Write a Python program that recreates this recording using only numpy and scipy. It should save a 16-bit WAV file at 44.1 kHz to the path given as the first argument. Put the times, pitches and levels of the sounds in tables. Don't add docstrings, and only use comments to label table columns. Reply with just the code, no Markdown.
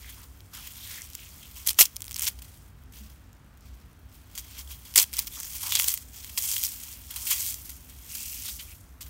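import sys
import numpy as np
from scipy import signal
from scipy.fft import rfft, irfft
from scipy.io import wavfile

SR = 44100
rng = np.random.default_rng(int(sys.argv[2]) if len(sys.argv) > 2 else 0)


def bounce(signal):
    frames = np.transpose(np.atleast_2d(signal))
    limited = np.clip(frames, -1, 1)
    pcm = np.round(limited * 32767).astype(np.int16)
    wavfile.write(sys.argv[1], SR, pcm)


N = 400869
SPLIT_HZ = 5380


def from_db(db):
    return 10 ** (np.asarray(db) / 20)


def rms_one(x):
    return x / np.sqrt(np.mean(x ** 2) + 1e-20)


def drift(rate_hz):
    r = np.exp(-2 * np.pi * rate_hz / SR)
    wander = signal.lfilter([1], [1, -2 * r, r * r], rng.standard_normal(N + SR))
    return rms_one(wander[SR:])


def resonance(x, hz, width_hz):
    r = np.exp(-np.pi * width_hz / SR)
    feedback = [1, -2 * r * np.cos(2 * np.pi * hz / SR), r * r]
    return signal.lfilter([(1 - r * r) / 2, 0, (r * r - 1) / 2], feedback, x)


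def split(x):
    coarse = signal.sosfilt(signal.butter(2, SPLIT_HZ, fs=SR, output="sos"), x)
    return coarse, x - coarse


def colour(x, spectrum):
    size = 2 ** 14
    hz, db = np.transpose(spectrum)
    bins_hz = np.fft.rfftfreq(size, 1 / SR)
    log_gain = np.log(from_db(np.interp(np.log(bins_hz + 1), np.log(hz), db)))
    cepstrum = irfft(log_gain)
    cepstrum[1:size // 2] *= 2
    cepstrum[size // 2 + 1:] = 0
    response = irfft(np.exp(rfft(cepstrum)))
    return signal.fftconvolve(x, response / np.sqrt(np.sum(response ** 2)))[:N]


def cells(uneven_db, clump_db, patch_db, pitches=22):
    cells_per_s, sharpness = 14000, 4.8
    strengths = from_db(uneven_db * np.minimum(rng.exponential(1, N), 5)) * rng.choice([-1, 1], N)
    bursts = rng.random(N) < cells_per_s / SR
    clicks = strengths * bursts * from_db(clump_db * drift(73))
    dealt = rng.integers(0, pitches, N)
    out = np.zeros(N)
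    for k, hz in enumerate(np.geomspace(700, 15000, pitches)):
        activity = from_db(patch_db * drift(24) + 1.6 * drift(4.0))
        out += activity * resonance(clicks * (dealt == k) + 1e-18, hz, hz / sharpness)
    return split(rms_one(out))


# start_s, level_db
FINGER_CONTACT = [(0.0, -47.5), (0.5, -64), (0.56, -47), (1.65, -48), (1.9, -51.5), (2.1, -57.5),
                  (2.53, -54), (2.75, -66), (3.3, -70), (4.07, -66.5), (4.15, -55), (4.3, -65.5),
                  (4.42, -54), (5.1, -49), (5.3, -64.5), (6.06, -85), (7.0, -49), (7.8, -55), (8.02, -50),
                  (8.72, -51), (8.8, -67.5), (8.99, -78.5), (9.09, -57)]
# full_pressure_s, hold_s, level_db, build_s, let_go_s, coarse_db
SQUEEZES = [(0.0, 0.24, -53.5, .05, 0.034, 7.5), (0.542, 0, -53, 0.016, 0.36, 15.5),
            (.92, 0.052, -39.5, 0.38, 0.13, 4), (1.687, 0.0075, -27.5, 0.041, 0.021, -3),
            (1.778, 0.093, -42.5, 0.014, 0.0061, 3.5), (2.244, 0, -33, 0.13, 0.048, 3.5),
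            (2.967, 0.0058, -56.5, 0.062, 0.32, 10), (3.664, 0.065, -63, 0.14, 0.42, 9),
            (4.38, 0, -53.5, 0.089, 0.092, 10.5), (4.58, 0, -45.5, 0.34, 0.057, 8.5),
            (4.71, 0.0022, -41.5, 0.046, 0.088, 5.5), (4.963, 0.068, -23.5, 0.013, 0.01, -3),
            (5.183, 0.011, -30.5, 0.033, 0.059, 4.5), (5.322, 0.16, -41, 0.033, 1, 2),
            (5.777, 0.14, -28.5, 0.42, 0.098, -1), (6.149, 0.17, -44.5, 0.047, .1, 4.5),
            (6.432, 0.21, -29, 0.1, 0.15, -4), (6.734, 0.22, -42.5, 0.038, 0.022, 2.5),
            (7.274, 0.23, -31.5, 0.24, 0.093, -14), (7.7, 0, -45.5, 0.4, 0.32, -3),
            (8.12, 0.35, -37, 0.12, 0.35, -13)]


def pressure():
    contact_coarse_db = 4
    ramp_db = 20
    t = np.arange(0, N + 64, 64) / SR
    fine = from_db(np.interp(t, *np.transpose(FINGER_CONTACT))) ** 2
    coarse = fine * from_db(contact_coarse_db) ** 2
    for s, hold, level_db, build, let_go, coarse_db in SQUEEZES:
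        ramps = np.maximum(s - t, 0) / build + np.maximum(t - s - hold, 0) / let_go
        power = from_db(level_db - ramp_db * ramps) ** 2
        fine = fine + power
        coarse = coarse + power * from_db(coarse_db) ** 2
    return [np.interp(np.arange(N) / SR, t, np.sqrt(p)) for p in (coarse, fine)]


def crumbs(per_s=60, spread_db=3, length_s=0.004):
    sizes = from_db(spread_db * np.minimum(rng.exponential(1, N), 3))
    starts = (rng.random(N) < per_s / SR) * sizes
    return signal.lfilter([1], [1, -np.exp(-1 / (length_s * SR))], starts)


def crush(coarse_gain, fine_gain):
    coarse, fine = cells(uneven_db=-3.0, clump_db=0.5, patch_db=1.5)
    return (0.8 + 0.35 * crumbs()) * (fine * fine_gain + coarse * coarse_gain)


# start_s, top_db, rise_s, t60_s
TEARS = [(0.084, -38.5, 0.0095, 0.13), (0.53, -41, 0.0056, .6), (.66, -36.5, 0.013, 0.042),
         (1.55, -38.5, 0.014, 0.31), (1.658, -27.5, 0.0083, 0.12), (1.70, -26.5, .0041, 0.055),
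         (1.783, -8, 0.0086, .12), (1.799, -8, 0.012, 0.06), (1.848, -39, 0.005, .019),
         (2.214, -29.5, 0.011, 0.26), (2.266, -18.5, .014, 0.044), (2.386, -44, 0.0038, 0.036),
         (2.415, -40.5, 0.0052, 0.069), (2.44, -43, 0.0065, 0.066), (2.919, -46.5, 0.0065, 0.84),
         (3.095, -55.5, 0.0043, 0.076), (3.63, -53.5, 0.031, 0.09), (4.345, -38.5, 0.0098, 0.09),
         (4.371, -30, 0.012, 0.08), (4.574, -30.5, 0.019, 0.084), (4.69, -36.5, 0.027, 0.049),
         (4.848, -42.5, 0.0039, 0.43), (4.956, -12.5, 0.0026, 0.14), (4.975, -13, 0.0019, 0.13),
         (5.134, -31.5, 0.0022, 0.4), (5.179, -17, 0.012, 0.022), (5.259, -30, 0.016, 0.029),
         (5.536, -29, 0.017, 0.068), (5.628, -27.5, 0.0044, 0.07), (5.652, -26, .014, .06),
         (5.748, -18, 0.0046, 0.046), (5.786, -18.5, 0.0047, 0.072), (5.878, -19.5, 0.003, 0.03),
         (6.289, -35, 0.007, 0.068), (6.374, -20, 0.002, 0.11), (7.098, -35, 0.0093, 0.23),
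         (7.158, -28.5, 0.0034, 0.16), (7.26, -27.5, 0.01, 0.99), (7.295, -18.5, 0.021, 0.088),
         (7.69, -39.5, 0.0056, 0.053), (7.884, -47, 0.0063, 0.16), (8.145, -30, .008, .05),
         (8.43, -33, 0.025, 0.14), (8.479, -29.5, 0.0065, 0.097), (8.589, -41, 0.018, 0.16),
         (9.004, -36, 0.007, 0.16), (9.055, -45, 0.01, 0.089)]


def tears():
    out, t = np.zeros(N), np.arange(N) / SR
    coarse, fine = cells(uneven_db=3, clump_db=2, patch_db=1)
    for s, top_db, rise, t60 in TEARS:
        span = slice(int(s * SR), int((s + rise + t60) * SR))
        age = t[span] - s
        fade_db = -60 * np.maximum(age - rise, 0) / t60
        swell = from_db(top_db + fade_db) * np.clip(age / rise, 0, 1) ** 2
        coarse_db = -1.0 - 0.12 * top_db
        out[span] += swell * (fine[span] + coarse[span] * from_db(coarse_db))
    return out


# start_s, level_db, coarse_db
RIB_SNAPS = [(0.4057, -37.5, 12.5), (1.0197, -22.5, -4), (1.1016, -30, -4), (1.1341, -29.0, -2.0),
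             (1.1516, -20, -5), (1.671, -11, -2.0), (1.6741, -3.5, -3), (1.6878, -10, 8.5),
             (1.6924, -4, -5), (1.7085, -13, -1), (1.7317, -23, 2.0), (1.7447, -29.5, 5.0),
             (1.7895, -2.5, 10.5), (1.8112, 2, 9), (1.8545, -12, -1.0), (1.8577, -14, -1.0),
             (1.961, -26, 3), (1.9659, -17, 0.0), (2.0064, -26, 2), (2.0201, -17.5, 3), (2.0249, -30, 2.0),
             (2.0429, -24, 2.0), (2.0526, -28, 4.0), (2.0606, -31.0, 2.0), (2.0676, -29, -4.0),
             (2.0809, -25, 5), (2.0944, -30, 3.0), (2.1038, -33.0, -2.0), (2.1112, -21, 3.0),
             (2.1182, -22.0, 0.0), (2.129, -26.0, 5), (2.144, -18.5, -3.0), (2.1611, -20, 5),
             (2.1645, -17, 0.0), (2.1798, -24, 3), (2.1871, -21.0, 3), (2.1949, -10.5, 2),
             (2.2088, -17, -1.0), (2.2202, -12.5, -3.0), (2.2246, -16, -1), (2.2344, -16.0, 1),
             (2.2536, -16, -7.0), (2.2638, -18, -2), (2.268, -15.0, 7), (2.271, -12, 8), (2.2782, -15, 11),
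             (2.2844, -11, 8), (2.4218, -30.0, -2), (4.3778, -20.0, 6), (4.94, -22, 1), (4.9477, -26, 2),
             (4.9599, -0.5, 4.5), (4.9774, -0.5, -2.0), (4.9805, 1.5, 0), (4.9881, 0.5, 8), (4.9995, -5, 1),
             (5.0289, -11, 0), (5.04, -18, 3), (5.1307, -21, 3), (5.1374, -19, 1), (5.1687, -17.0, -6.0),
             (5.1917, -8, 2), (5.4015, -17.5, -13.0), (5.4322, -19.0, -1), (5.7226, -6, 2),
             (5.7539, -10, 16.5), (5.7591, -9, 7), (5.7718, -14, 12.0), (5.7987, -9.5, 11),
             (5.8091, -12, -4.0), (5.8216, -10, 4), (5.8432, -9.5, 6), (5.884, -3.5, 1),
             (5.9034, -15, -3.0), (5.94, -9.0, 4.5), (5.9756, -18, 6), (6.2457, -22, 4),
             (6.3761, -11.0, 0.0), (6.3799, -16, -2), (6.3879, -12, -2), (6.4239, -15.5, -6.0),
             (6.4954, -17, -3), (6.5163, -14, 0.0), (6.5661, -15, 11.5), (6.6375, -8, -17),
             (6.6494, -12, -9), (6.6526, -13, -7), (6.6672, -16.0, -13), (7.4651, -19, -9),
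             (7.4779, -19, -14), (7.5002, -24, -7.0), (7.5429, -17.5, 0.5), (7.7033, -25.5, -9),
             (8.4664, -25, -1)]


def splinters(gain, count=1350):
    per_s, level_db, follows, uneven_db = 130, -24, 1.2, 3
    chance = rng.random((count, 3))
    s = np.cumsum(-np.log(1 - chance[:, 0])) / per_s
    keep = s < (N - 1) / SR
    s, chance = s[keep], chance[keep]
    crush_db = 20 * np.log10(gain[(s * SR).astype(int)])
    extra_db = uneven_db * np.minimum(-np.log(1 - chance[:, 1]), 2)
    snap_db = level_db + follows * (crush_db + 30) + extra_db
    return np.c_[s, snap_db, -10 * chance[:, 2]]


def snaps(ribs, rise_s=.00005, crack_s=.00017, tail_s=.002, tail_db=-17):
    length = 800
    out, age = np.zeros(N + length), np.arange(length) / SR
    decay = np.exp(-age / crack_s) + from_db(tail_db) * np.exp(-age / tail_s)
    shape = (1 - np.exp(-age / rise_s)) ** 2 * decay
    rib_hz = 3500 * 2 ** rng.uniform(0, 2.0, len(ribs))
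    cracks = rng.standard_normal((len(ribs), length)) * shape
    ringing = np.array([resonance(c, hz, hz / 3.5) for c, hz in zip(cracks, rib_hz)])
    coarse, fine = split(cracks + 0.6 * ringing)
    cracks = fine + coarse * from_db(ribs[:, 2:])
    audible = fine + coarse * from_db(ribs[:, 2:] - 7)
    cracks = cracks / np.sqrt(np.mean(audible[:, 2:14] ** 2, axis=1, keepdims=True))
    for (s, level_db, _), crack in zip(ribs, cracks):
        i = max(int(s * SR) - 8, 0)
        out[i:i + length] += from_db(level_db) * crack
    return signal.sosfilt(signal.butter(1, [900, 15000], "band", fs=SR, output="sos"), out[:N])


# pitch_hz, density_db (per Hz)
FOAM_COLOUR = [(150, -56), (250, -21.5), (484, -27.5), (1080, -12.5), (1180, -15.5), (1760, -15),
               (2090, -8), (2960, -8), (3170, -11), (4260, -7), (5930, -2.5), (9600, -2), (10300, -6.5),
               (11000, -2), (13400, 0), (16000, 2)]
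# pitch_hz, width_hz, level_db
BODY_RESONANCE = (3250, 200, 4.5)


def block(x):
    hz, width, level_db = BODY_RESONANCE
    return colour(x + from_db(level_db) * resonance(x, hz, width), FOAM_COLOUR)


def thump(cracks):
    hz, width_hz, level_db = 407, 440, -25.5
    knock = resonance(resonance(cracks ** 2, hz, width_hz), hz, width_hz)
    return from_db(level_db) * knock


# start_s, end_s, pitch_hz, width_hz, level_db
SCRAPES = [(.0, 0.138, 1980, 900, -54), (0.14, 0.272, 1020, 500, -60.5), (0.524, 0.726, 2560, 910, -56),
           (0.517, 0.626, 1340, 705, -53), (0.71, 1.03, 3450, 900, -50.5), (0.847, 1.056, 1960, 510, -50.5),
           (1.15, 1.305, 2580, 1230, -53.5), (1.387, 1.5, 3140, 500, -56.5), (5.31, 5.38, 3450, 250, -50),
           (5.306, 5.5, 6100, 1500, -45.5), (5.362, 5.418, 1120, 497, -51.5),
           (5.616, 5.71, 1030, 250, -47.5), (5.697, 5.912, 1090, 900, -54),
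           (5.689, 5.806, 3330, 1200, -33.5), (6.37, 6.397, 1030, 250, -50.5),
           (7.06, 7.36, 1030, 497, -58.5), (8.014, 8.53, 2670, 600, -52.5), (8.457, 8.509, 3520, 900, -41),
           (8.585, 8.619, 2730, 1810, -43), (8.666, 8.747, 2440, 694, -55)]


def scrapes():
    out = np.zeros(N)
    friction = rng.standard_normal(N) * from_db(3.5 * drift(200))
    for start, end, hz, width, level_db in SCRAPES:
        span = slice(int(start * SR), int(end * SR))
        sung = resonance(resonance(friction[span], hz, width), hz, 3.3 * width)
        out[span] += from_db(level_db) * rms_one(sung) * signal.windows.tukey(len(sung), .6)
    return out


# start_s, pitch_hz, t60_s, level_db
SET_DOWN = (3.0, 212, 0.33, -44)


def set_down():
    s, hz, t60, level_db = SET_DOWN
    age = np.maximum(np.arange(N) / SR - s, 0)
    envelope = from_db(level_db - 60 * age / t60) * np.minimum(age / 0.013, 1)
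    return envelope * np.sin(2 * np.pi * hz * age)


def settling(per_s=24, level_db=-59):
    sizes = from_db(level_db + 3.1 * np.minimum(rng.exponential(1, N), 3))
    starts = (rng.random(N) < per_s / SR) * sizes
    envelope = np.convolve(starts, signal.windows.hann(90))[:N]
    return split(envelope * rng.standard_normal(N))[1]


# pitch_hz, density_db (per Hz)
RUMBLE_COLOUR = [(15, -36), (33, -23.5), (48, -7), (63, 0.5), (73, -0.5), (83, -14.5), (98, -3), (112, -21),
                 (140, -13.5), (155, -18.5), (212, -22.5), (232, -28), (255, -20), (290, -23.5),
                 (450, -34.5), (900, -60)]


def rumble(level_db=-50):
    gain = from_db(level_db + 0.89 * drift(1.1))
    return gain * colour(rng.standard_normal(N), RUMBLE_COLOUR)


# pitch_hz, width_hz, level_db
HUMS = [(212.6, 6.6, -70.5), (254.8, 11, -71)]


def hums():
    out = np.zeros(N)
    for hz, width, level_db in HUMS:
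        out += from_db(level_db) * rms_one(resonance(rng.standard_normal(N), hz, width))
    return out


# pitch_hz, density_db
HISS_COLOUR = [(240, -29.5), (400, -1), (742, 0), (1400, 0), (3470, -10.5), (5030, -14.5), (14800, -25),
               (16000, -21)]


def hiss(level_db=-63.5):
    return from_db(level_db) * colour(rng.standard_normal(N), HISS_COLOUR)


def scene():
    coarse_gain, fine_gain = pressure()
    crushed = crush(coarse_gain, fine_gain)
    cracks = tears() + snaps(np.r_[RIB_SNAPS, splinters(fine_gain)])
    foam = block(crushed + cracks + settling())
    handling = thump(cracks) + scrapes() + set_down()
    room = rumble() + hums() + hiss()
    return (foam + handling + room)[None]


def record(dry):
    lowpass = signal.ellip(10, .1, 50, 15750, fs=SR, output="sos")
    return signal.sosfilt(lowpass, np.clip(dry, -1.2, 1.2))


dry = scene()
out = record(dry)
bounce(out)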